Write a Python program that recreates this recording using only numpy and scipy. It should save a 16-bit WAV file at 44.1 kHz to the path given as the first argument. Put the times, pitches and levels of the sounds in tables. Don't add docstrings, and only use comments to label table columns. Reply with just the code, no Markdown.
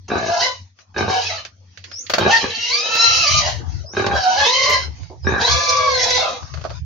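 import sys
import numpy as np
from scipy import signal
from scipy.fft import rfft, irfft
from scipy.io import wavfile
from scipy.ndimage import uniform_filter1d

SR = 44100
rng = np.random.default_rng(int(sys.argv[2]) if len(sys.argv) > 2 else 0)


def to_wav(sig):
    pcm = np.clip(np.atleast_2d(sig), -1, 1) * 32767
    pcm = np.round(pcm).astype(np.int16)
    wavfile.write(sys.argv[1], SR, pcm.T)


N = 302085

# frequency in Hz, relative density in dB per Hz.
BUFFET_SPECTRUM = [(25, -33.5), (50, -21), (75, 10), (100, 0.5), (150, -5), (250, -45), (500, -62)]
# centre in seconds, level in dB, width between 1/e points in seconds, left over right in dB.
GUSTS = [(3.113, -34.5, 0.071, -12.5), (3.2, -36, 0.051, -19.5), (3.362, -29, 0.13, 18),
         (3.523, -33.5, 0.28, 17), (3.762, -32, 0.16, 15.5), (4.086, -35.5, 0.048, -1.5),
         (4.158, -38, 0.1, 24.5), (4.408, -38, 0.073, 3.5), (4.732, -43, 0.23, 22.5),
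         (4.904, -33, 0.1, 2.5), (5.043, -40, 0.13, -18.5), (5.301, -28.5, 0.18, -6.5),
         (5.538, -32, 0.077, 19), (5.859, -37.5, 0.78, -4.5), (6.437, -32, 0.043, 5.5),
         (6.573, -33, 0.11, 21.5), (6.737, -34, 0.15, 10), (6.85, -29.5, 0.081, -11.5)]
# time in seconds, level in dB.
HUM_LEVEL = [(0, -40.5), (.44, -54.5), (.62, -41.5), (.7, -56.5), (.78, -59.5), (.85, -65), (.92, -43),
             (1.45, -45), (1.57, -51), (1.65, -46.5), (2.0, -51.5), (2.5, -44.5), (2.85, -65.5),
             (3.05, -53.5), (6.85, -57)]
HUM_HZ = 93.2
# time in seconds, level in dB, dull part relative to the leaves in dB.
RUSTLE_LEVEL = [(0, -61, -10), (.68, -59, -8), (.75, -68, -9), (.81, -45.5, -8), (.86, -65, 0),
                (1.6, -62.5, -5), (1.85, -50.5, -8), (1.92, -44, -8), (2.02, -50, -8.5), (3.63, -54.5, 15),
                (3.72, -42.5, -4), (3.84, -47, 0), (3.9, -66.5, 15), (4.9, -49.5, 8), (5.04, -44.5, -11.5),
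                (5.16, -58, -8), (6.42, -43, 0.5), (6.65, -48, -10), (6.78, -44, -1), (6.85, -66, -30)]
# frequency in Hz, relative density in dB per Hz.
LEAF_SPECTRUM = [(1060, -43.5), (1800, -12.5), (2160, -11.5), (3880, -13), (4570, -7), (5390, -7.5),
                 (6470, -7.5), (8910, -51), (16000, -17)]
# start in seconds, length in seconds, first and last frequency in Hz, relative level in dB.
CHIRPS = [(1.918, 0.12, 5030, 7030, -38.5), (3.857, 0.089, 4920, 6440, -45),
          (5.224, 0.1, 4950, 6800, -45.5)]
# start in seconds, overall level in dB, dull part in dB, bright part in dB,
# left over right in dB; the levels are relative.
KNOCKS = [(0.7877, -43, -6.5, -17, 8), (1.4495, -24.5, -14, -35, -3.5), (1.773, -31.5, -15, -31, -6.5),
          (1.84, -27, -23, -34, -4), (1.914, -32, -9, -29, -6), (2.065, -27, -51, -21, -7),
          (2.0968, -14, -4, 1.5, 0.5), (2.1358, -7, -4.5, -7, 0), (2.1818, -13.5, 5.5, 1, -3),
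          (2.951, -17, -5.5, 5, 1), (4.0634, -16.5, -34, -19, -3), (4.6968, -21, -39, 14, 6.5),
          (5.0314, -43, -8, -35, -14), (6.428, -38.5, 1, -13, -5), (6.479, -49, -29, -9, 1),
          (6.538, -28.5, -4, -29, -6), (6.573, -36.5, 4, -17, 4), (6.611, -34.5, -0.5, -29, -3),
          (6.639, -34.5, 5, -31, -11), (6.6492, -30.5, 11.5, -40, -2.5), (6.694, -39, -4, -28, 11),
          (6.7017, -33.5, 8.5, -26, -6)]
# frequency in Hz, relative width in Hz (widened in use), level in dB.
HUSK_RESONANCES = [(633, 83, 12), (1250, 187, 4), (1460, 130, 1), (3020, 1500, -4), (4420, 74, 5.5),
                   (5630, 63, -20)]
KNOCK_T60_S, KNOCK_RISE_S = .12, .002
SNAP_DB, SNAP_T60_S = -2.0, .02

# time in seconds, pitch in Hz, then relative levels in dB of the tone,
# its octave, the throat sound and the rasp.
SQUEALS = [
    [(0.08, 665.9, -49.5, -48.5, -38.5, -39.5), (0.12, 708.8, -19.5, -24.5, -21, -30),
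     (0.258, 652.4, -18, -48.5, -28.5, -25), (0.346, 708.5, -22, -28.5, -23, -28),
     (0.38, 669.3, -25.5, -33.5, -23.5, -26), (0.43, 1008, -26.5, -18.5, -17, -18),
     (0.51, 1006, -29.5, -41.5, -32, -41.5), (0.604, 956.4, -71.5, -64, -77, -51),
     (0.62, 1020, -67, -71, -65, -49.5)],
    [(0.94, 771, -57, -61, -63.5, -54), (0.98, 784.5, -27, -37.5, -18.5, -19),
     (1.062, 700, -20, -50, -24, -27.5), (1.11, 766, -19, -30, -19.5, -20.5),
     (1.19, 740, -21, -36, -24, -24.5), (1.28, 887, -53.5, -40, -38, -23.5),
     (1.308, 635.4, -23, -38, -36, -24), (1.354, 679.5, -37, -36, -33.5, -26),
     (1.384, 597, -37, -42, -45.5, -32.5), (1.48, 580, -73, -59, -77, -59)],
    [(2.17, 689, -44, -47, -20.5, -41), (2.186, 676.8, -37, -24, -32, -45),
     (2.206, 639.9, -39, -30, -23.5, -13.5), (2.278, 668, -14, -41, -16, -22.5),
     (2.32, 900, -15.5, -16, -17, -10), (2.37, 930, -29, -19.5, -17.5, -15),
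     (2.42, 800, -32.5, -53, -22, -19.5), (2.516, 884, -71, -34.5, -34, -21.5),
     (2.698, 967, -36, -39, -38, -17.5), (2.734, 1151, -33.5, -23.5, -57, -20.5),
     (2.848, 1293, -34.5, -29.5, -25, -28.5), (3.042, 1357, -21, -20.5, -26.5, -15),
     (3.224, 1332, -27, -22, -26, -15.5), (3.26, 1165, -23.5, -25.5, -32, -17),
     (3.39, 1230, -23.5, -31, -33, -17), (3.415, 971.3, -33, -30.5, -30.5, -21.5),
     (3.486, 944.3, -28.5, -33.5, -22, -27), (3.62, 953, -68, -57, -62, -51)],
    [(3.93, 720, -55, -71, -44, -40), (3.974, 777, -35, -56, -22, -17.5), (4.102, 810, -21, -44, -24, -32),
     (4.166, 785, -18, -13, -16, -27.5), (4.212, 765, -27, -41, -30.5, -26),
     (4.262, 741.3, -17, -19.5, -29, -23), (4.362, 751, -20.5, -35, -21, -22),
     (4.38, 843.4, -21, -20.5, -21.5, -20), (4.448, 851, -23, -22.5, -21, -18.5),
     (4.532, 1037, -37, -26, -39, -19), (4.728, 1035, -17, -18, -25.5, -19.5),
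     (4.775, 1030, -26.5, -27, -25.5, -24), (4.86, 1021, -54, -41, -41, -39)],
    [(5.23, 769.8, -56, -74, -52.5, -70), (5.268, 778, -33, -30, -20.5, -29),
     (5.392, 792, -26, -12, -25, -31.5), (5.412, 787.7, -19, -18, -16.5, -16),
     (5.428, 904, -23, -27.5, -21, -21.5), (5.51, 1178, -26.5, -24.5, -17.5, -20),
     (5.62, 1185, -25, -32, -24.5, -19), (5.76, 1155, -20.5, -26, -32, -20.5),
     (5.86, 1130, -16.5, -32, -33, -23), (5.982, 1021, -37, -25, -23, -18.5),
     (6.03, 990, -54, -26, -24.5, -25.5), (6.06, 860, -25.5, -35, -22.5, -28.5),
     (6.1, 995, -63, -27, -26, -19), (6.165, 1000, -39.5, -31.5, -30.5, -17),
     (6.185, 758.5, -20, -38, -25.5, -19), (6.266, 624.4, -26.5, -22.5, -35, -28),
     (6.32, 614.6, -30, -40.5, -40, -32), (6.39, 674.2, -45, -64, -42.5, -47)],
]
# time in seconds, pitch in Hz, level in dB.
UNDERTONES = [
    [(.38, 489, -43.5), (.45, 499.6, -35.5), (.5, 515, -32), (.6, 528, -93)],
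    [(1.08, 468, -25.5), (1.15, 472, -33.5), (1.22, 468.7, -33), (1.3, 448.3, -46.5)],
    [(2.4, 454, -49), (2.48, 488, -22.5), (2.56, 441.6, -59), (2.76, 476.7, -34), (3.1, 478, -40.5),
     (3.2, 532, -42), (3.3, 597, -27), (3.36, 598.5, -73)],
    [(4.38, 544, -56), (4.41, 550.7, -21.5), (4.445, 558, -31), (4.47, 463.5, -24), (4.52, 502, -25),
     (4.72, 579, -29), (4.81, 529.3, -43)],
    [(5.42, 468, -30.5), (5.59, 508.6, -28.5), (5.85, 508.5, -25.5), (6.16, 498, -25.5), (6.3, 520, -32.5),
     (6.38, 482, -37)],
]
# time in seconds, relative levels in dB of the third and fourth.
PARTIALS = [
    [(.4, -46.5, -53), (.44, -20, -21), (.5, -40.5, -39), (.6, -57, -60)],
    [(1.1, -37.5, -58.5), (1.16, -32, -25.5), (1.23, -58, -42.5), (1.26, -28, -24), (1.3, -43, -40),
     (1.33, -41, -59), (1.4, -36, -58)],
    [(2.3, -32, -33), (2.52, -38, -38), (2.64, -25, -31.5), (2.74, -28, -18.5), (2.83, -29, -22),
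     (2.95, -25.5, -36), (3.03, -13, -17), (3.09, -17.5, -50), (3.24, -75, -29), (3.3, -49, -57),
     (3.4, -46, -40), (3.43, -25.5, -49), (3.52, -46, -52)],
    [(4.2, -60, -57), (4.45, -64.5, -23.5), (4.52, -44, -30), (4.56, -20, -27), (4.59, -25, -32),
     (4.64, -18, -33), (4.69, -30.5, -43), (4.73, -20, -21), (4.8, -48, -60)],
    [(5.43, -56, -16), (5.51, -34.5, -28), (5.79, -41, -50), (5.93, -45, -17.5), (6.02, -45, -26),
     (6.09, -53, -58), (6.125, -24, -22), (6.16, -50, -47), (6.3, -48, -43)],
]
# time in seconds, roughness from 0 to 1.
ROUGHNESS = [(.26, .8), (.33, .45), (.4, .6), (.46, .6), (1.05, .8), (1.11, .4), (1.27, .5), (1.35, .4),
             (1.4, .8), (2.28, .7), (2.32, .35), (2.4, .4), (2.45, .7), (2.55, .3), (2.8, .45), (3.18, .42),
             (3.35, .65), (3.5, .9), (4.0, .5), (4.3, .38), (4.45, .6), (4.6, .5), (5.5, .55), (5.62, .33),
             (5.98, .35), (6.03, 1), (6.09, .9), (6.12, .45), (6.16, .5), (6.19, .8), (6.3, .9)]
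# octave of the lower vibration in dB, extra upper rasp in dB, sum line in dB,
# valley in the rasp in Hz, throat pitch shift in semitones; the levels are relative.
CALL_COLOURS = [(-18.5, 11, -18, 3400, 0.01), (1.5, 7.5, -30.5, 3400, 0.07), (-23, 5.5, -3.5, 3570, 0.01),
                (0.5, 9, -31.5, 3448, 0.055), (-6, 6.5, -9, 3039, 0.076)]
# squeal pitch in Hz, relative level in dB.
SHRILLNESS = [(650, -7.5), (1000, -3.5), (1350, 2)]
# start in seconds, length in seconds,
# chest thrum relative to the throat level in dB.
GROWLS = [(0.089, 0.21, -17.5), (0.95, 0.16, -7), (2.13, 0.16, -11.5), (2.43, 0.072, -8.5),
          (3.893, 0.24, -15.5), (5.246, 0.16, -15)]
# time in seconds, relative level in dB.
FLAPS = [(0.081, -28), (.105, 0.5), (0.122, 6.5), (0.944, -10), (0.963, 6), (0.979, 4.5), (2.223, 10.5),
         (3.949, -2), (3.968, 11.5), (4.112, 7), (5.229, -36), (5.252, -7), (5.269, 8), (5.347, 7.5)]
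# frequency in Hz, relative width in Hz (widened in use), level in dB.
THROAT_RESONANCES = [(85, 60, -7), (210, 55, -3), (380, 78, 2), (560, 110, -8), (830, 130, -5),
                     (1160, 110, -8), (1590, 105, -2), (2450, 260, -16), (3840, 170, -15)]
# frequency in Hz, gain in dB.
MOUTH_GAIN = [(1060, -2), (1800, 5), (2090, -13.5), (2340, -19), (2690, -10), (3100, -6.5), (3560, -10.5),
              (4100, -7.5), (4620, -10), (5840, -10), (7500, -22.5), (9750, -68), (16500, -120)]
# frequency in Hz, gain in dB.
HOARSE_GAIN = [(250, -65), (400, -11), (700, 23), (1200, -9.5), (1700, 8.5), (2300, -64.5), (3000, 3.5)]
# frequency in Hz, relative density in dB per Hz.
SNOUT_SPECTRUM = [(200, -22), (350, 4.5), (600, -5.5), (850, -0.5), (1150, -20), (1500, -34)]
SNORT_S, SNORT_LENGTH_S, SNORT_DB = 5.099, .075, -42
TIGHTEN_S, SLACK_SHARE = .074, .073
CHEST_HZ, CHEST_WIDTH_HZ, CHEST_RISE_S = 96, 28, .087
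THROAT_WANDER, THROAT_RISE = .03, .04
VALLEY_DEPTH, VALLEY_WIDTH_HZ = .97, 650

# frequency in Hz, time to fall by 60 dB in seconds.
GROVE_DECAY = [(100, .2), (1000, .18), (6000, .17)]
# frequency in Hz, gain in dB.
MICROPHONE_GAIN = [(20, -24.5), (60, 3), (6600, -0.5), (7300, -16), (8000, -33.5), (10000, -35),
                   (13500, -31), (15300, -29.5)]
EDGE_HZ = 15900


def gain_of(db):
    return 10 ** (np.asarray(db) / 20)


def evened(x):
    return x / np.sqrt(np.mean(x ** 2) + 1e-20)


def read(points, hz):
    f, value = np.transpose(points)
    return np.interp(np.log(hz + 1), np.log(f + 1), value)


def coloured(x, points):
    hz = np.fft.rfftfreq(x.shape[-1], 1 / SR)
    return irfft(rfft(x) * gain_of(read(points, hz)), x.shape[-1])


def played(rows):
    s, *columns = np.transpose(rows)
    t = np.arange(N) / SR
    gate = np.clip(np.minimum(t - s[0], s[-1] - t) / 0.0023, 0, 1)
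    return gate, *(np.interp(t, s, c) for c in columns)


def joined(tables):
    gate, hz, *levels = played(np.concatenate(tables))
    on = sum(played(rows)[0] for rows in tables)
    return hz, *(on * gain_of(db) for db in levels)


def chance(hz):
    lowpass = signal.butter(2, hz, fs=SR, output="sos")
    return evened(signal.sosfilt(lowpass, rng.standard_normal(N)))


def phase(hz):
    return 2 * np.pi * np.cumsum(hz) / SR


def resonate(x, hz, width):
    turn = np.exp(1j * phase(hz * np.ones(x.shape[-1])))
    r = np.exp(-np.pi * width / SR)
    return 2 * (turn * signal.lfilter([1 - r], [1, -r], x / turn)).real


def patchy(x, patchy_db, size=(6, 14)):
    z = signal.stft(x, nperseg=1024, noverlap=768)[2]
    field = rng.standard_normal(z.shape[-2:])
    field = uniform_filter1d(field, size[0], 0)
    field = evened(uniform_filter1d(field, size[1], 1))
    y = signal.istft(z * gain_of(patchy_db * field), nperseg=1024, noverlap=768)[1]
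    return evened(y[..., :N])


def panned(pan_db):
    return pan_db * np.array([[.5], [-.5]])


def wind():
    t = np.arange(N) / SR
    level = sum(gain_of(db + panned(pan)) * np.exp(-(2 * (t - s) / length) ** 2)
                for s, db, length, pan in GUSTS)
    return level * evened(coloured(rng.standard_normal((2, N)), BUFFET_SPECTRUM))


def hum():
    gate, db = played(HUM_LEVEL)
    turn = phase(HUM_HZ * (1 + 0.02 * chance(8.8)))
    tone = (1 + 0.71 * chance(11.4)) * np.cos(turn)
    octave = 0.16 * chance(57) * np.cos(2 * turn)
    return gain_of(db) * (tone + octave)


def rustle():
    gate, db, dull_db = played(RUSTLE_LEVEL)
    leaves = patchy(coloured(rng.standard_normal((2, N)), LEAF_SPECTRUM), 4.5)
    dull = [(120, -20.0), (220, 10.0), (1500, 2.0), (2400, -24.5)]
    ground = patchy(coloured(rng.standard_normal((2, N)), dull), 6.9)
    return gain_of(db) * (leaves + gain_of(dull_db) * ground)


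def bird():
    out, level, pitch = np.zeros(N), chance(150), chance(220)
    for s, length, first_hz, last_hz, db in CHIRPS:
        u = np.clip((np.arange(N) / SR - s) / length, 0, 1)
        hz = (first_hz + (last_hz - first_hz) * u ** 1.3) * (1 + .006 * pitch)
        swell = np.sin(np.pi * u) ** 0.38 * (u < 1)
        out += gain_of(db) * swell * (1.5 + 0.12 * level) * np.cos(phase(hz))
    return out


def knocks():
    out, t = np.zeros((2, N + SR)), np.arange(SR // 3) / SR
    decay = gain_of(-60 * t / KNOCK_T60_S) + gain_of(SNAP_DB - 60 * t / SNAP_T60_S)
    envelope = decay * np.minimum(t / KNOCK_RISE_S, 1)
    for s, db, dull_db, bright_db, pan in KNOCKS:
        burst = rng.standard_normal((2, len(t))) * envelope
        burst += 0.14 * burst[::-1]
        ring = sum(gain_of(d) * resonate(burst, f, 1.79 * w) for f, w, d in HUSK_RESONANCES)
        tilt = [(150, dull_db - 0.5), (300, dull_db), (1200, dull_db), (1800, 0.039)]
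        bright = gain_of(bright_db) * coloured(burst, [(6000, -24.0), (8000, 6.0)])
        sound = coloured(ring, tilt) + bright
        out[:, round(s * SR):][:, :len(t)] += gain_of(db + panned(pan)) * sound
    return out[:, :N]


def snort():
    u = (np.arange(N) / SR - SNORT_S) / SNORT_LENGTH_S
    shape = np.clip(25 * u, 0, 1) * np.clip(1 - u ** 2, 0, 1)
    air = evened(coloured(rng.standard_normal(N), SNOUT_SPECTRUM))
    return gain_of(SNORT_DB + 3.0 * chance(49)) * shape * air


def throat_ring(drive, stretch):
    out = 0
    for k, (f, w, db) in enumerate(THROAT_RESONANCES):
        hz = f * stretch * (1 + THROAT_WANDER * chance(14))
        ring = resonate(resonate(drive, hz, 1.5 * w), hz, 1.5 * w)
        out = out + (-1) ** k * gain_of(db) * ring
    return out


def hard_flaps(stretch):
    drive, puff = np.zeros(N), np.exp(-np.arange(600) / SR / 0.00077)
    for s, db in FLAPS:
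        air = puff * rng.standard_normal(600)
        drive[round(s * SR):][:600] += gain_of(db) * np.r_[6.0, air[1:]]
    return coloured(throat_ring(drive, stretch), [(300, -9), (1500, 0), (4000, -3)])


def growl(stretch):
    turns = np.cumsum(56 * np.exp(.22 * chance(25))) / SR
    flaps = np.diff(np.floor(turns), prepend=0) * gain_of(2.5 * chance(30))
    puffs = (.15 + np.exp(-(turns % 1) / .25)) * rng.standard_normal(N)
    t = np.arange(N) / SR
    slack, thrum = [], 0
    for s, length, db in GROWLS:
        part = (t >= s) * np.clip(.5 + (s + length - t) / TIGHTEN_S, 0, 1)
        slack.append(part)
        thrum = thrum + gain_of(db) * part * np.clip((t - s) / CHEST_RISE_S, 0, 1)
    chest = resonate(resonate(puffs, CHEST_HZ, CHEST_WIDTH_HZ), CHEST_HZ, CHEST_WIDTH_HZ)
    share = np.maximum(np.max(slack, axis=0), SLACK_SHARE)
    drive = .75 * evened(flaps) + .45 * evened(puffs)
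    flapping = evened(throat_ring(drive, stretch * (1 + THROAT_RISE * (1 - share))))
    return share, flapping, thrum * evened(chest)


def two_voices(first, second, low_first, low_octave, sum_line, turn, low_turn, apart, rough):
    tone = first * np.cos(turn) * (1 - rough ** 4 + rough ** 1.2 * chance(70))
    octave = second * np.cos(2 * turn) * (1 - rough ** 2 + 1.3 * rough * chance(100))
    low = low_first * (np.cos(low_turn) + low_octave * np.cos(2 * low_turn)) * (1 + 0.3 * chance(42))
    third, fourth = (sum(gate * gain_of(dbs[k]) for gate, *dbs in map(played, PARTIALS)) for k in range(2))
    third = third * gain_of(3.5 * chance(9) - 2) * (.8 + 1.3 * rough * chance(60))
    fourth = fourth * gain_of(3.5 * chance(9) - 2) * (.6 + 1.6 * rough * chance(60))
    partials = third * np.cos(3 * turn) + fourth * np.cos(4 * turn)
    lines = sum_line * np.cos(turn + low_turn) + 0.5 * np.cos(turn - low_turn) * apart
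    lines = np.sqrt(first * low_first) * lines * (0.7 + 0.41 * chance(32))
    return tone + octave + low + partials + lines


def hoarseness(turn, low_turn, rough):
    beats = sum(np.cos(m * turn + n * low_turn) * chance(30) * gain_of(3.0 * chance(5) - 3.0 * abs(n))
                for m in range(3) for n in range(-2, 4) if n and m + n > 0)
    air = patchy(rng.standard_normal(N) * (1 + .3 * chance(120)), 3.0)
    mixed = (1 - rough / 2) * evened(beats) + (.08 + rough ** 1.2) * air
    return evened(coloured(mixed, HOARSE_GAIN))


def rasp_bands(hz, turn, low_turn, rough, valley_hz):
    swing = 1 + np.cos(low_turn) * (.8 + .6 * chance(12)) + .6 * np.cos(2 * low_turn) * chance(10)
    upper = 0
    for k in range(3, 14):
        fuzz = .4 * (k > 4) + 1.5 * rough * chance(40)
        upper = upper + np.cos(k * turn) * fuzz * gain_of(2.5 * chance(6)) * (k * hz < 13000)
    jets = (0.5 + np.cos(turn / 2) ** 4) * rng.standard_normal(N)
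    jets = patchy(coloured(jets, [(7000, 0), (9500, -36)]), 2.0)
    mouth = [(1700, -40)] + MOUTH_GAIN[2:-2] + [(10500, -7), (13200, -36)]
    bright = coloured(evened(upper * swing) + (.2 + .75 * rough) * jets, mouth)
    bright = bright - VALLEY_DEPTH * resonate(bright, valley_hz, VALLEY_WIDTH_HZ)
    below = coloured(bright, [(4000, 0), (4800, -60)])
    return evened(below), evened(bright - below)


def pig():
    hz, first, second, throat, rasp = joined(SQUEALS)
    low_hz, low_first = joined(UNDERTONES)
    t = np.arange(N) / SR
    call = np.searchsorted([rows[-1][0] for rows in SQUEALS[:-1]], t)
    *colour_db, valley_hz, semitones = np.array(CALL_COLOURS)[call].T
    low_octave, edge, sum_line = gain_of(colour_db)
    stretch = 2 ** (uniform_filter1d(semitones, size=2000) / 12)
    rough = np.interp(t, *np.transpose(ROUGHNESS))
    turn = phase(hz * (1 + .016 * rough * chance(55)))
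    low_turn = phase(low_hz * (1 + .03 * rough * chance(40)))

    share, flapping, chest = growl(stretch)
    apart = hz > 1.8 * low_hz
    clean = two_voices(first, second, low_first, low_octave, sum_line, turn, low_turn, apart, rough)
    hoarse = hoarseness(turn, low_turn, rough)
    lower, upper = rasp_bands(hz, turn, low_turn, rough, valley_hz)

    body = throat * (share * flapping + (1 - share) * gain_of(-2.5) * hoarse + chest)
    shrill = rasp * edge * gain_of(read(SHRILLNESS, hz))
    cry = (1 - .75 * share) * (rasp * lower + shrill * upper) / 2
    flicker = gain_of(1.07 * chance(24.3))
    return (1 - 0.5 * share) * clean + flicker * (body + cry) + hard_flaps(stretch) + snort()


def grove(x):
    out, sway = 0, 2 * np.pi * 1.7 * np.arange(N) / SR
    for k in range(3):
        taps = np.zeros((2, SR // 3))
        at = np.arange(60, SR // 3 - 20, 20) + rng.integers(0, 20, (2, (SR // 3 - 61) // 20))
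        np.put_along_axis(taps, at, rng.choice([-1., 1.], at.shape), 1)
        hz, t, z = signal.stft(taps, SR, nperseg=256)
        decay = gain_of(-60 * t / read(GROVE_DECAY, hz)[:, None])
        tail = signal.istft(z * decay, SR, nperseg=256)[1]
        turn = np.sqrt(2 / 3) * np.cos(sway + k * np.pi / 3)
        moving = x * turn * np.ones((2, 1))
        out = out + signal.oaconvolve(moving, tail / np.linalg.norm(tail[0]), axes=1)[:, :N]
    return out


def scene():
    background = wind() + hum() * gain_of([[1.5], [-1.5]]) + rustle()
    chirp = bird()
    far = chirp + gain_of(7.5) * grove(chirp)
    animal = pig()
    echoes = coloured(grove(animal), [(300, -9.0), (600, -5.0), (1200, 2), (3000, 2.5), (9000, 2)])
    near = gain_of([[-1.8], [-1.4]]) * animal + echoes
    return background + far + knocks() + near


def record(dry):
    rounded = dry / (1 + dry ** 6) ** (1 / 6)
    heard = coloured(rounded, MICROPHONE_GAIN)
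    lowpass = signal.firwin(511, EDGE_HZ, window=("kaiser", 9), fs=SR)
    return signal.oaconvolve(heard, lowpass[None], "same")


dry = scene()
out = record(dry)
to_wav(out)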